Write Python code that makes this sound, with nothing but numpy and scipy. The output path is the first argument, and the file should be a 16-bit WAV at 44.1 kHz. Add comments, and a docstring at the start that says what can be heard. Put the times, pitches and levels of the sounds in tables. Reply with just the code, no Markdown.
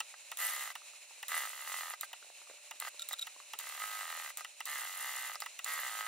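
"""Fast sewing machine, close by

A sewing machine stitches in bursts. Each stitch excites the arm's resonances at seven contacts, the two strongest
half a turn apart, and pings the hook, while gears and thread hiss in step with the shaft. A solenoid clacks and
a clutch ticks around the bursts as impulses on resonators, a lever squeaks by slipping repeatedly, hands tap and
rustle the cloth as damped noise and tones, and the idling drive is steady shaped noise with a faint hum.
"""
import sys
import numpy as np
from scipy import signal
from scipy.fft import rfft, irfft, next_fast_len
from scipy.io import wavfile
from scipy.ndimage import uniform_filter1d, map_coordinates

SR = 44100
rng = np.random.default_rng(int(sys.argv[2]) if len(sys.argv) > 2 else 0)


def waveform_to_disk(signal):
    """Save audio, clipped to [-1, 1], as 16-bit WAV at the path in sys.argv[1]."""
    frames = np.transpose(np.atleast_2d(signal))
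    scaled = np.clip(frames, -1, 1) * 32767
    samples = np.round(scaled).astype(np.int16)
    wavfile.write(sys.argv[1], SR, samples)


N = 267687
T = np.arange(N) / SR

# resonances of the lever: f/Hz, width/Hz, level/dB
LEVER_MODES = [(1360, 34, -10), (3826, 140, 1), (3930, 420, -25), (4960, 160, -18), (7460, 250, -5),
               (11200, 960, -14)]
# speed of the stitching, held in plateaus with quick steps, one list per burst: t/s, speed/(stitches/s)
SPEED_STEPS = [
    [(.3715, 41.9), (.393, 87), (.416, 109.74), (.4889, 86.6), (.512, 76.9), (.551, 67.95), (.6393, 54.5),
     (.676, 35.2), (.73, 0)],
    [(1.283, 72), (1.2955, 83.25), (1.3916, 67.57), (1.436, 54.05), (1.473, 33.33), (1.623, 37.74),
     (1.676, 44.94), (1.8095, 41.15), (1.931, 21), (1.95, 0)],
    [(2.8, 37.25), (2.851, 33.3), (2.893, 0)],
    [(3.589, 39.1), (3.612, 33.9), (3.671, 37.38), (3.778, 41.67), (3.802, 52.63), (4.0263, 41.53),
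     (4.2477, 34.9), (4.32, 0)],
    [(4.656, 45), (4.676, 66.7), (4.691, 74.63), (4.758, 68.18), (4.802, 60), (4.852, 45.45), (4.94, 47.62),
     (4.982, 60.6), (5.015, 64.15), (5.285, 52.5), (5.317, 33.3), (5.36, 0)],
    [(5.645, 47.4), (5.664, 71.4), (5.678, 79.79), (5.7908, 70.9), (5.819, 64.9), (5.896, 52.79), (6.07, 0)],
]
# starts of the slow turns that park the needle: t/s
PARK_STARTS = [2.010, 3.089, 4.373, 5.403]
PARK_S = .047  # duration of each parking turn, s


def amp(db):
    """Amplitude ratio from a level in dB: 20 dB is a factor of ten."""
    return 10 ** (np.asarray(db) / 20)


def unit(x):
    """Normalization to unit rms amplitude."""
    return x / np.sqrt(np.mean(x ** 2) + 1e-20)


def along(points, hz):
    """Interpolation of (f/Hz, value) points, linear on a logarithmic frequency axis."""
    f, value = np.transpose(points)
    return np.interp(np.log(hz + 1), np.log(f + 1), value)


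def gain(tables, col=1):
    """Amplitude envelope from level curves linear in dB, practically silent between the tables."""
    total = 0
    for rows in tables:
        t, db = np.transpose(rows)[[0, col]]
        total = total + amp(np.interp(T, t, db, -200, -200))
    return total


def wobble(rate):
    """Slow random modulation: a smooth curve through rate random knots per second."""
    knots = rng.standard_normal(int(N * rate / SR) + 4)
    return map_coordinates(knots, [T * rate])


def filtered(x, response):
    """Linear filtering: the spectrum is multiplied by a complex frequency response."""
    m = next_fast_len(N + SR // 2)
    f = np.fft.rfftfreq(m, 1 / SR)
    return irfft(rfft(x, m) * response(f), m)[..., :N]


def modes(table):
    """Modal superposition: damped resonators of f/Hz, width/Hz, level/dB, with alternating signs."""
    def response(f):
        total = 0
        for k, (centre, width, db) in enumerate(table):
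            damping = 1j * f * width
            total = total + (-1) ** k * amp(db) * damping / (centre ** 2 - f ** 2 + damping)
        return total
    return response


def bursts(times, db, t60, hold=0.):
    """Exponential decay: an envelope that jumps at each time, holds and falls 60 dB in t60 seconds."""
    t = np.arange(SR // 8) / SR
    starts = np.bincount((np.asarray(times) * SR).astype(int).clip(0, N - 1), amp(db), N)
    decay = amp(-60 * np.maximum(t - hold, 0) / t60)
    return np.abs(signal.fftconvolve(starts, decay)[:N])


def hiss(response):
    """Partial coherence: mid and side noises mix into a band-limited stereo noise of rms 1."""
    # correlation of the two ports: f/Hz, share in common 0-1
    coherence = [(100, 0.84), (1400, 0.57), (3000, 0.84), (6000, 0.33), (15000, 0.46)]
    top_hz = 15750

    def shares(hz):
        angle = np.arccos(np.clip(along(coherence, hz), 0, 1)) / 2
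        return response(hz) * (hz < top_hz) * [np.cos(angle), np.sin(angle)]
    mid, side = filtered(rng.standard_normal((2, N)), shares)
    return unit(np.array([mid + side, mid - side]))


def rest():
    """Broadband noise of the idling drive and the room, coloured by a few bands, over a faint tonal hum."""
    # spectrum of the hiss: f/Hz, relative density level/dB
    spectrum = [(88, -73), (150, -31.5), (586, -6.5), (1460, -12.5), (1580, -12.5), (2620, -0.5),
                (3310, -12), (4100, -2.5), (4610, -11), (7210, -3), (8760, -14), (9650, -6.5),
                (10400, -14.5), (13400, -18.5), (15700, -23.5)]
    # broad resonances added to it: f/Hz, width/Hz, level/dB
    broad_bands = [(2850, 600, -6.5), (4140, 1100, -12.5), (6980, 260, -7), (8070, 430, 0), (9520, 190, 5)]

    def colour(hz):
        bands = np.abs(modes(broad_bands)(hz))
        return amp(along(spectrum, hz)) * (0.93 + 0.62 * bands)
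    noise = hiss(colour)
    hum = amp(-72 + 2.5 * wobble(8)) * np.sin(2 * np.pi * 593 * T)
    level = amp(-54 + 0.72 * wobble(1.3) + 1.57 * wobble(30.07))
    return level * noise + hum


def room(x):
    """Reverberation: convolution with noise whose decay time depends on frequency, independent at each port."""
    # reverberation time: f/Hz, t60/s
    decay_times = [(300, 0.12), (2000, 0.091), (10000, 0.041)]
    hz, t, z = signal.stft(rng.standard_normal((2, SR // 4)), SR, nperseg=256)
    decay = amp(-60 * t / along(decay_times, hz)[:, None])
    tail = signal.istft(z * decay, SR, nperseg=256)[1]
    tail = tail / np.linalg.norm(tail[0])
    delayed = np.pad(x, (100, 0))[None]  # 100 samples later than the direct sound
    return signal.fftconvolve(delayed, tail, axes=1)[:, :N]


def hands():
    """Heavily damped impacts: soft taps of a few cycles plus noise, among many faint rustles of cloth."""
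    # taps of fingers and cloth on the table: t/s, relative level/dB, f/Hz
    tap_events = [(0.818, -52.5, 1260), (0.936, -56.5, 1280), (1.109, -54, 855), (1.181, -61, 620),
                  (2.226, -51, 1440), (2.245, -59, 668), (2.267, -58, 576), (2.301, -54, 730),
                  (2.381, -68, 600), (2.416, -55, 1380), (2.472, -57, 1200), (2.498, -49, 530),
                  (2.511, -53, 587), (2.539, -55, 517), (2.584, -60, 1400), (2.643, -62, 651),
                  (2.739, -60, 820), (2.944, -55.5, 536), (3.363, -53, 1060), (3.401, -49.5, 1160)]
    taps, t = np.zeros(N + SR), np.arange(SR // 20) / SR
    for s, db, hz in tap_events:
        decay = amp(db + 12.0 - 60 * t / 0.016)
        tap = np.sin(2 * np.pi * hz * t) + 1.35 * rng.standard_normal(len(t))
        taps[round(s * SR):][:len(t)] += decay * tap
    at = rng.uniform(0, N / SR, 150)
    rustle_db = -62 + 4 * rng.standard_exponential(len(at))
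    rustle = bursts(at, rustle_db, 0.035) * rng.standard_normal(N)
    soften = lambda f: 1j * f / (450 + 1j * f) / (1 + 1j * f / 1500) ** 2
    return filtered(taps[:N] + rustle, soften)


def lever():
    """Stick-slip friction: a squeak is a train of short scrapes, each ringing the lever's resonances."""
    # squeaks: t/s, length/s, relative peak level/dB, place of the peak 0-1
    squeaks = [(2.995, .012, -29, .01), (3.015, .013, -31, .7), (3.089, .004, -41, .1),
               (3.119, .021, -32, .7), (3.182, .016, -33, .4), (3.213, .021, -33, .45)]
    gap_s, scatter = .0055, .08  # time between slips and its random share
    fall_db = 12  # fall over a whole length away from the peak
    chance = rng.standard_normal((len(squeaks), 6, 2))
    start, length, peak_db, peak_at = np.transpose(squeaks)[..., None]
    place = gap_s * np.arange(6) * (1 + scatter * chance[..., 0]) / length
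    slip_db = peak_db - fall_db * np.abs(place - peak_at) + 4.5 * chance[..., 1]
    inside = place < 1
    s, db = (start + place * length)[inside], slip_db[inside]
    scrape = bursts(s, db + 11, 0.013, 0.0016) * rng.standard_normal(N)
    impulse = bursts(s, db + 26.5, 0.00021)
    return filtered(scrape + impulse, modes(LEVER_MODES))


def solenoids():
    """Impact excitation: clacks strike, shake and bounce in a resonant housing; bright ticks ping the lever."""
    # presser-foot solenoid: t/s, relative level/dB, brightness/dB
    clacks = [(0.003, -25.5, -16.5), (0.316, -29, -20.5), (0.753, -31.5, -20), (1.228, -30, -20),
              (2.13, -32, -21.5), (2.71, -31, -21), (3.269, -32.5, -21), (3.534, -29.5, -20.5),
              (4.446, -32, -21.5), (4.604, -29.5, -21.5), (5.46, -31.5, -21), (5.59, -30.5, -20)]
    # clutch ticks: t/s, relative level/dB
    clutch_ticks = [(0.3722, -28), (1.283, -28.5), (2.0108, -25), (2.8012, -28.5), (3.0884, -27),
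                    (3.1317, -26.5), (3.5895, -27.5), (4.373, -28.5), (4.6556, -28.5), (5.4035, -29.5),
                    (5.645, -26)]
    # spectrum of a tick: f/Hz, relative density level/dB
    tick_spectrum = [(3000, -70), (3800, 2), (5000, -45), (7500, 1.5), (10000, -9.5), (13500, -3.5),
                     (16500, -10)]
    # resonances of the solenoid's housing: f/Hz, width/Hz, level/dB
    housing_modes = [(814, 230, -1.5), (1296, 107, 3), (1430, 82, -3), (1950, 123, 5), (2590, 350, -0.5),
                     (2820, 350, 4), (3750, 230, 3.5), (3780, 340, 0)]

    def noise(points):
        return unit(filtered(rng.standard_normal(N), lambda hz: amp(along(points, hz))))

    s, db, bright_db = np.transpose(clacks)
    shake = bursts(s + 0.001, db - 2.5, 0.0073, 0.0075) + bursts(s + .001, db - 17.0, 0.041, 0.016)
    shake = shake * rng.standard_normal(N)
    strike = bursts(s + 0.001862, db + 19.0, 0.00014)
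    bounce = bursts(s + 0.0073, db + 6, 0.00028)
    body = filtered(strike + bounce + shake, modes(housing_modes))
    snap_noise = noise([(4500, -8), (5500, 2.5), (16500, -5)])  # f/Hz, density level/dB
    snap = bursts(s + 0.00027, db + bright_db + 13.5, 0.02) * snap_noise

    s, db = np.transpose(clutch_ticks)
    tick = (bursts(s, db - 3, 0.0042, 0.00036) + bursts(s, db - 18, 0.046)) * noise(tick_spectrum)
    spark = filtered(bursts(s, db + 15, .00005), lambda hz: amp(along(tick_spectrum, hz)))
    table_shake = lambda f: 1j * f / (40 + 1j * f) / (1 + 1j * f / 120) ** 2
    thud = filtered(bursts(s, db - 22.5, .03, 0.0018), table_shake)
    lever_ping = filtered(bursts(s + .001, db + 5, 0.00019), modes(LEVER_MODES[1:2]))
    return thud + body + snap + tick + spark + lever_ping


def shaft():
    """Rotation as integrated speed: sample times, stitches done and speed for each burst and parking turn."""
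    run_from, park_from = -.9, .06  # shaft position at the start, stitches
    park_rate = 19  # stitches/s
    step_s = .012  # time the shaft takes to reach a new speed
    plans = [(rows, run_from) for rows in SPEED_STEPS]
    plans += [([(s, park_rate), (s + PARK_S, 0)], park_from) for s in PARK_STARTS]
    out = []
    for rows, start in plans:
        s, rate = np.transpose(rows)
        t = np.arange(s[0], s[-1], 1 / SR)
        steps = rate[np.searchsorted(s, t, "right") - 1]
        speed = uniform_filter1d(steps, size=int(step_s * SR))
        out.append((t, start + np.cumsum(speed) / SR, speed))
    return out


def turns():
    """Phase and rate of the rotation: stitches done and stitches/s at each sample."""
    parts = shaft()
    done = sum(np.interp(T, t, d) for t, d, v in parts)
    speed = sum(np.interp(T, t, v, 0, 0) for t, d, v in parts)
    return done, speed


def moments(offset, jitter):
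    """Periodic excitation: times in s at which the shaft passes one angle, with random jitter in s."""
    angles = np.arange(-1, 45) + offset
    s = np.concatenate([np.interp(angles, done, t, -1, -1) for t, done, v in shaft()])
    return (s + jitter * rng.standard_normal(len(s)))[s > 0]


def drive():
    """Power laws of speed, scaled by load: whirr and upper modes grow, knocks stay nearly level."""
    # loading of the needle by the cloth, one list per burst: t/s, load/dB, gear hiss/dB
    loads = [
        [(.372, -9, 0), (.405, 1.5, 1.5), (.55, -1, 0.5), (.65, -1, 0.5), (.71, 0.5, -0.5), (.73, -11, -8)],
        [(1.283, -4.5, -4), (1.33, 2, 0), (1.45, 1, 0), (1.49, -2, 1.5), (1.65, -1.5, -1), (1.71, 1, 4),
         (1.79, 0, 4.5), (1.87, 0.5, -0.5), (1.95, -5.5, 0.5)],
        [(2.8, 2.5, -2.5), (2.893, 0.5, 1.5)],
        [(3.589, 5.5, 2), (3.63, -5, 0.5), (3.77, -1, 0), (3.82, -1.5, 0), (4.15, 1.5, 0), (4.3, -0.5, 0.5),
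         (4.32, -8, -5)],
        [(4.656, -1, 1), (4.7, -0.5, -1), (4.87, -1.5, 1.5), (5.24, 0, -1), (5.36, -2, 1)],
        [(5.645, -7, -2.5), (5.68, 4, 1), (5.77, -0.5, -1.5), (5.82, 1, -0.5), (6.07, 0.5, -0.5)],
    ]
    # level accents on single stitches, mostly harder hits: t/s, level change/dB
    stitch_accents = [(.405, 3), (.416, 0), (.538, 4), (.656, -0.5), (1.319, 9), (1.343, 5.5), (1.42, 2.5),
                      (1.436, 3.5), (1.74, 4.5), (3.82, 6), (3.839, 6), (3.954, 3), (4.011, 4),
                      (4.126, 2.5), (4.758, 2.5), (5.094, 3), (5.777, 7), (5.79, 6), (5.99, 3), (6.009, 2)]
    accent_s, edge_s = .004, 0.0087  # scale of an accent; time in which the drive grips and lets go
    cruise = 50  # stitches/s
    knock_db, whirr_db, upper_db = -49, -47.5, 1  # at cruise
    knock_per_oct, whirr_per_oct, upper_per_oct = -0.7, 5.5, 2.5  # dB per doubling of speed
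    park_knock_db, park_whirr_db, park_fade = -49.5, -45.5, 198  # the last in dB/s
    octaves = np.log2(np.maximum(turns()[1], 10) / cruise)

    def soft(x):
        return np.abs(uniform_filter1d(x, size=int(edge_s * SR)))

    load = gain(loads)
    parking = gain([[(s, 0), (s + PARK_S, -park_fade * PARK_S)] for s in PARK_STARTS])
    accent = amp(sum(db * np.exp(-((T - s - accent_s / 2) / accent_s) ** 4) for s, db in stitch_accents))
    run_knock = load * amp(knock_db + knock_per_oct * octaves)
    knock = soft(run_knock + amp(park_knock_db) * (parking > 1e-6)) * accent
    # the clutch hisses as it takes hold at the start of each burst
    slip = bursts([rows[0][0] for rows in SPEED_STEPS], np.full(len(SPEED_STEPS), -49), 0.03)
    gears = gain(loads, col=2)
    run_whirr = gears * amp(whirr_db + whirr_per_oct * octaves)
    gear_gain = soft(run_whirr + amp(park_whirr_db) * parking) + slip
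    return knock, gear_gain, amp(upper_db + upper_per_oct * octaves)


def whirr():
    """Shaft-rate modulation: gears and thread hiss in pulses, hook parts ping once a stitch, a bearing sings."""
    # resonances of the hook, each filtering twice: f/Hz, width/Hz of one pass, mean blow level/dB
    hook_modes = [(7100, 560, -4.5), (8350, 430, -3), (11060, 760, 4), (12950, 330, -3.5), (13840, 210, 2)]
    # place of each hook ping in the stitch: 0-1
    hook_moments = [.5, .3, .72, .6, .1]
    # spectrum of gears and thread: f/Hz, relative density level/dB
    spectrum = [(1350, -23), (2300, -6), (2790, -3.5), (5520, -8), (6920, -1), (7800, -4), (8390, -4),
                (10200, -6), (11100, -4), (15700, -8.5)]
    sing_from, sing_db, sing_slope = 85, -46, .25  # stitches/s; dB at top speed; dB per stitch/s below it
    pings = 0
    for (hz, width, db), moment in zip(hook_modes, hook_moments):
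        at = moments(moment, 0.00046)
        blow = bursts(at, rng.normal(db, 5.2, len(at)), 0.0024, 0.00077) * rng.standard_normal(N)
        pings = pings + filtered(blow, lambda f: modes([(hz, width, 0)])(f) ** 2)
    done, speed = turns()
    pulse = 1 + .2 * np.cos(2 * np.pi * (done - .8))
    gears = unit(pulse * amp(1.3 * wobble(40)) * hiss(lambda hz: amp(along(spectrum, hz))))
    sing = unit(filtered(rng.standard_normal(N), lambda f: modes([(12300, 30, 0)])(f) ** 2))
    sing_level = (speed > sing_from) * amp(sing_db - sing_slope * (speed.max() - speed))
    whine = sing_level * (1 + .7 * np.cos(2 * np.pi * done)) * sing
    level = drive()[1]
    return amp(0.5) * level * gears + amp(-6) * level * unit(pings) + whine


def knocks():
    """Modal response of the arm to contacts repeated in every stitch, rattling links, gear teeth and lone blows."""
    # resonances of the arm: f/Hz, width/Hz, level/dB
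    arm_modes = [(581, 152, -14), (800, 130, -6.5), (1258, 79, 0), (1585, 43, -2.5), (1824, 460, -8),
                 (2014, 123, 1), (2780, 203, -11), (4310, 850, -14.5)]
    # knocks within a stitch: moment 0-1, relative level/dB
    contacts = [(0, 0), (.07, -7), (.16, -11), (.5, -3), (.57, -8), (.68, -12), (.87, -16)]
    # single blows as the needle stops or tacks: t/s, relative level/dB, stop-pin ping/dB
    single_blows = [(0.14, -41, -31), (0.715, -44, -9), (1.937, -33, -18), (2.032, -32, -30),
                    (2.115, -51, -16), (2.872, -32.5, -19), (3.11, -34, -23), (3.132, -35, -17),
                    (4.383, -41.5, -14), (4.408, -37, -18), (5.356, -34, -8), (5.421, -30, -11),
                    (5.438, -43, -20)]
    jitter_s, scatter_db, teeth_count = .000015, 1.8, 24

    groups = [moments(m, jitter_s) - .0015 for m, db in contacts]
    sizes = np.concatenate([rng.normal(db, scatter_db, len(s)) for s, (m, db) in zip(groups, contacts)])
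    first = len(groups[0])
    at = np.concatenate(groups)
    # only the first knock is heavy enough to move the whole arm
    light = lambda f: (1j * f / (700 + 1j * f)) ** 2
    heavy_push = bursts(at[:first], sizes[:first], 0.00026)
    light_push = filtered(bursts(at[first:], sizes[first:], 0.00022), light)
    push = unit(heavy_push + light_push)
    rattle = unit((bursts(at, sizes, 0.011) + 0.05) * rng.standard_normal(N))  # loose links

    done, speed = turns()
    meshing = np.clip(speed / 25 - 1, 0, 1)
    teeth = meshing * amp(-3 + 2.0 * wobble(16)) * np.sin(2 * np.pi * teeth_count * done)
    hum = .6 * teeth + 1.3 * filtered(teeth, modes(arm_modes))

    # direct crack of the contact, sounding together with the start of the arm's ringing
    direct = lambda f: 1j * f / (900 + 1j * f) / (1 + 1j * f / 5000)
    crack = amp(-16.5) * unit(filtered(push, direct))
    ringing = unit(filtered(push, modes(arm_modes)))
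    loose = amp(-11.5) * unit(filtered(rattle, modes(arm_modes)))
    arm = ringing + crack + loose + hum
    upper = filtered(arm, lambda f: np.exp(-((f - 2000) / 350) ** 4))  # modes around 2 kHz
    level, _, bright = drive()
    arm = arm + (bright - 1) * upper

    s, db, ping_db = np.transpose(single_blows)
    ping = filtered(bursts(s, db + ping_db + 34, 0.00022), modes([(5160, 540, 0)]))
    shove = bursts(s, db + 24, .0007)
    blows = shove + bursts(s, db + 2.5, 0.035, 0.0054) * rng.standard_normal(N)
    dull_arm = lambda f: modes(arm_modes)(f) / (1 + 1j * f / 3000)
    return level * arm + ping + filtered(blows, dull_arm)


def scene():
    """Superposition: impacts with their reverberation, plus the whirr and the resting noise."""
    near = knocks() + solenoids() + lever() + hands()
    return near + amp(-17.5) * room(near) + whirr() + rest()


def record(dry):
    """Stereo by level and phase difference between two ports, with a bass cut and a band limit."""
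    # level difference: f/Hz, left minus right/dB
    level_difference = [(60, 3), (130, -4), (290, 0), (640, -1), (1410, -3), (3100, 0.5), (6820, -2.5),
                        (15000, 0)]
    # phase difference: f/Hz, lead of the left/rad
    phase_lead = [(100, 0.7), (3190, 0.25), (4480, 1.23), (5080, 0.76), (6120, -0.6), (7060, -5.5),
                  (7580, -2), (8530, -6), (9300, -4.0), (11000, -4.5), (12600, 1.1), (13000, 0),
                  (13400, -2.2), (15700, -1), (16400, -16.5)]
    top_hz = 16700

    def ports(hz):
        half = amp(along(level_difference, hz) / 2) * np.exp(.5j * along(phase_lead, hz))
        return half ** np.array([[1], [-1]])
    bass_cut = lambda hz: (1j * hz / (330 + 1j * hz)) ** 3
    return filtered(dry, lambda hz: ports(hz) * bass_cut(hz) * (hz < top_hz))


dry = scene()
out = record(dry)
waveform_to_disk(out)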